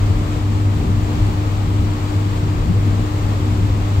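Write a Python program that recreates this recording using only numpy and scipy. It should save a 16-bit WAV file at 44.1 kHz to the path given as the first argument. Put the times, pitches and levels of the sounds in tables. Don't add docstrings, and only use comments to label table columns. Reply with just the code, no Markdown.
import sys
import numpy as np
from scipy import signal
from scipy.fft import rfft, irfft
from scipy.io import wavfile

SR = 44100
rng = np.random.default_rng(int(sys.argv[2]) if len(sys.argv) > 2 else 0)


def persist_wave(psi):
    counts = np.round(np.clip(psi, -1, 1) * 32767).astype(np.int16)
    wavfile.write(sys.argv[1], SR, np.atleast_2d(counts).T)


N = 176400

# pitch_hz, level_db, left_over_right_db
HUM_TONES = [(100.2, -2.5, 1.6), (300.2, -30.5, 2.5)]
# time_s, gain_db
HUM_THROB = [(0, -10.5), (.2, -19), (.66, -15), (.76, -18.5), (.84, -29), (.93, -13), (1.16, -21),
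             (1.25, -14.5), (1.36, -19.5), (1.88, -14), (2.02, -25), (2.16, -15), (2.48, -16.5),
             (2.6, -21.5), (2.8, -13), (3.28, -20), (3.5, -13.5), (4, -17)]
def motor_hum(waver_db=0.95, waver_hz=6.2, waver_turns=0.014):
    t, hum = np.arange(N) / SR, np.zeros((2, N))
    for k, (pitch_hz, level_db, side_db) in enumerate(HUM_TONES):
        swell_db = envelope(HUM_THROB) if k == 0 else waver_db * drift(waver_hz)
        turns = pitch_hz * t + rng.random() + waver_turns * drift(waver_hz)
        hum += amp(level_db + swell_db) * pan(side_db) * unit(np.sin(2 * np.pi * turns))
    return hum


# freq_hz, relative_db
RUMBLE_COLOUR = [(15, -12), (25, -24), (34, 3), (46, 0.5), (56, -3), (85, 1.5), (98, 2.5), (110, -4.5),
                 (135, -6.5), (178, -6), (200, -15.5), (236, -5.5), (262, -19), (290, -13), (325, -19),
                 (385, -18), (440, -28), (800, -62)]
# freq_hz, likeness_ratio
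RUMBLE_LIKENESS = [(45, .945), (100, .95), (150, .86), (200, .85), (250, .92), (330, .8), (420, .75)]
# freq_hz, left_over_right_db
RUMBLE_BALANCE = [(60, 1.7), (100, 2), (150, 4.2), (230, 3.7), (340, -.5)]
# time_s, level_db
RUMBLE_LEVEL = [(0, -21.5), (1.25, -19), (1.8, -21.5), (2.25, -21), (2.8, -17.5), (3.25, -21), (3.6, -20),
                (4, -21)]
def duct_rumble(swell_db=1.13, swell_hz=2.5):
    boom = noise_pair(curve(RUMBLE_COLOUR), curve(RUMBLE_LIKENESS), curve(RUMBLE_BALANCE))
    return boom * amp(envelope(RUMBLE_LEVEL) + swell_db * drift(swell_hz))


# freq_hz, relative_db
AIR_COLOUR = [(100, -3.5), (350, -1.5), (500, -2.5), (650, -2.5), (920, -5.5), (1180, -4), (1400, -9.5),
              (1650, -12), (2300, -13), (2900, -15), (3500, -16), (4700, -19), (5100, -21.5), (6000, -23.5),
              (7600, -21.5), (8400, -25.5), (9200, -36.5), (9900, -37), (11400, -31.5), (13000, -33.5),
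              (14800, -32), (16000, -37)]
# pitch_hz, width_hz, lift_db
HOOD_RESONANCES = [(382, 20, 4), (460, 18, 6), (847, 25, 3), (963, 14, 4), (4345, 30, 2.5), (7455, 12, 4.5),
                   (8230, 12, 3)]
# freq_hz, share_ratio
AIR_DIRECT = [(400, 0.57), (800, 0.19), (1600, 0.27), (3000, 0.18), (5000, 0.15), (9000, 0.035)]
# freq_hz, left_over_right_db
AIR_BALANCE = [(480, 0), (720, 4.5), (1300, 4), (2200, 2), (3000, 5), (3700, -0.5), (5400, 3.5), (7300, 5),
               (8800, 1), (11500, -2), (15500, -1)]
def hood_air(level_db=-30, swell_db=0.57, swell_hz=5.2):
    port_spacing_s, direct_lag_s = 0.00061, 0.00044
    f, direct_share = bins(), curve(AIR_DIRECT)
    diffuse = np.sinc(2 * f * port_spacing_s)
    direct = np.exp(-2j * np.pi * f * direct_lag_s)
    likeness = (1 - direct_share) * diffuse + direct_share * direct
    whistle_db = sum(db / (1 + (2 * (f - hz) / width) ** 2) for hz, width, db in HOOD_RESONANCES)
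    ripple_db = np.array([room_ripple(), room_ripple()])
    rush = noise_pair(curve(AIR_COLOUR) + whistle_db + ripple_db, likeness, curve(AIR_BALANCE))
    return rush * amp(level_db + swell_db * drift(swell_hz))


# peak_time_s, pitch_hz, level_db
BUMP_HITS = [(2.706, 180, -14.5)]
def soft_bump(peak_time_s, pitch_hz, level_db, fade_s=0.02):
    t = np.arange(N) / SR - peak_time_s
    thud = np.exp(-(t / fade_s) ** 2) * np.cos(2 * np.pi * pitch_hz * t)
    return amp(level_db) * thud * pan(side_db=10)


def room_ripple(depth_db=0.7, spacing_hz=22):
    f = bins()
    heights = rng.standard_normal(len(f))
    return depth_db * unit(np.interp(f / spacing_hz, np.arange(len(f)), heights))


def noise_pair(colour_db, likeness, side_db):
    left = white()
    right = likeness * left + np.sqrt(np.maximum(1 - abs(likeness) ** 2, 0)) * white()
    return unit(irfft(np.array([left, right]) * amp(colour_db) * pan(side_db), N))


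def drift(rate_hz):
    lowpass = np.exp(-(bins() / rate_hz) ** 2) * (bins() > 0)
    return unit(irfft(white() * lowpass, N))


def white():
    return rfft(rng.standard_normal(N))


def envelope(points):
    return np.interp(np.arange(N) / SR, *np.transpose(points))


def curve(points):
    f, value = np.transpose(points)
    return np.interp(np.log(bins() + 1), np.log(f + 1), value)


def bins():
    return np.fft.rfftfreq(N, 1 / SR)


def pan(side_db):
    return amp(np.array([[.5], [-.5]]) * side_db)


def amp(db):
    return 10 ** (np.asarray(db) / 20)


def unit(x):
    return x / np.sqrt(np.mean(abs(x) ** 2) + 1e-20)


def scene():
    return motor_hum() + duct_rumble() + hood_air() + sum(soft_bump(*hit) for hit in BUMP_HITS)


def record(dry):
    lowpass = signal.firwin(1023, cutoff=15780, window=("kaiser", 9), fs=SR)
    return signal.oaconvolve(dry, lowpass[None], "same")


dry = scene()
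out = record(dry)
persist_wave(out)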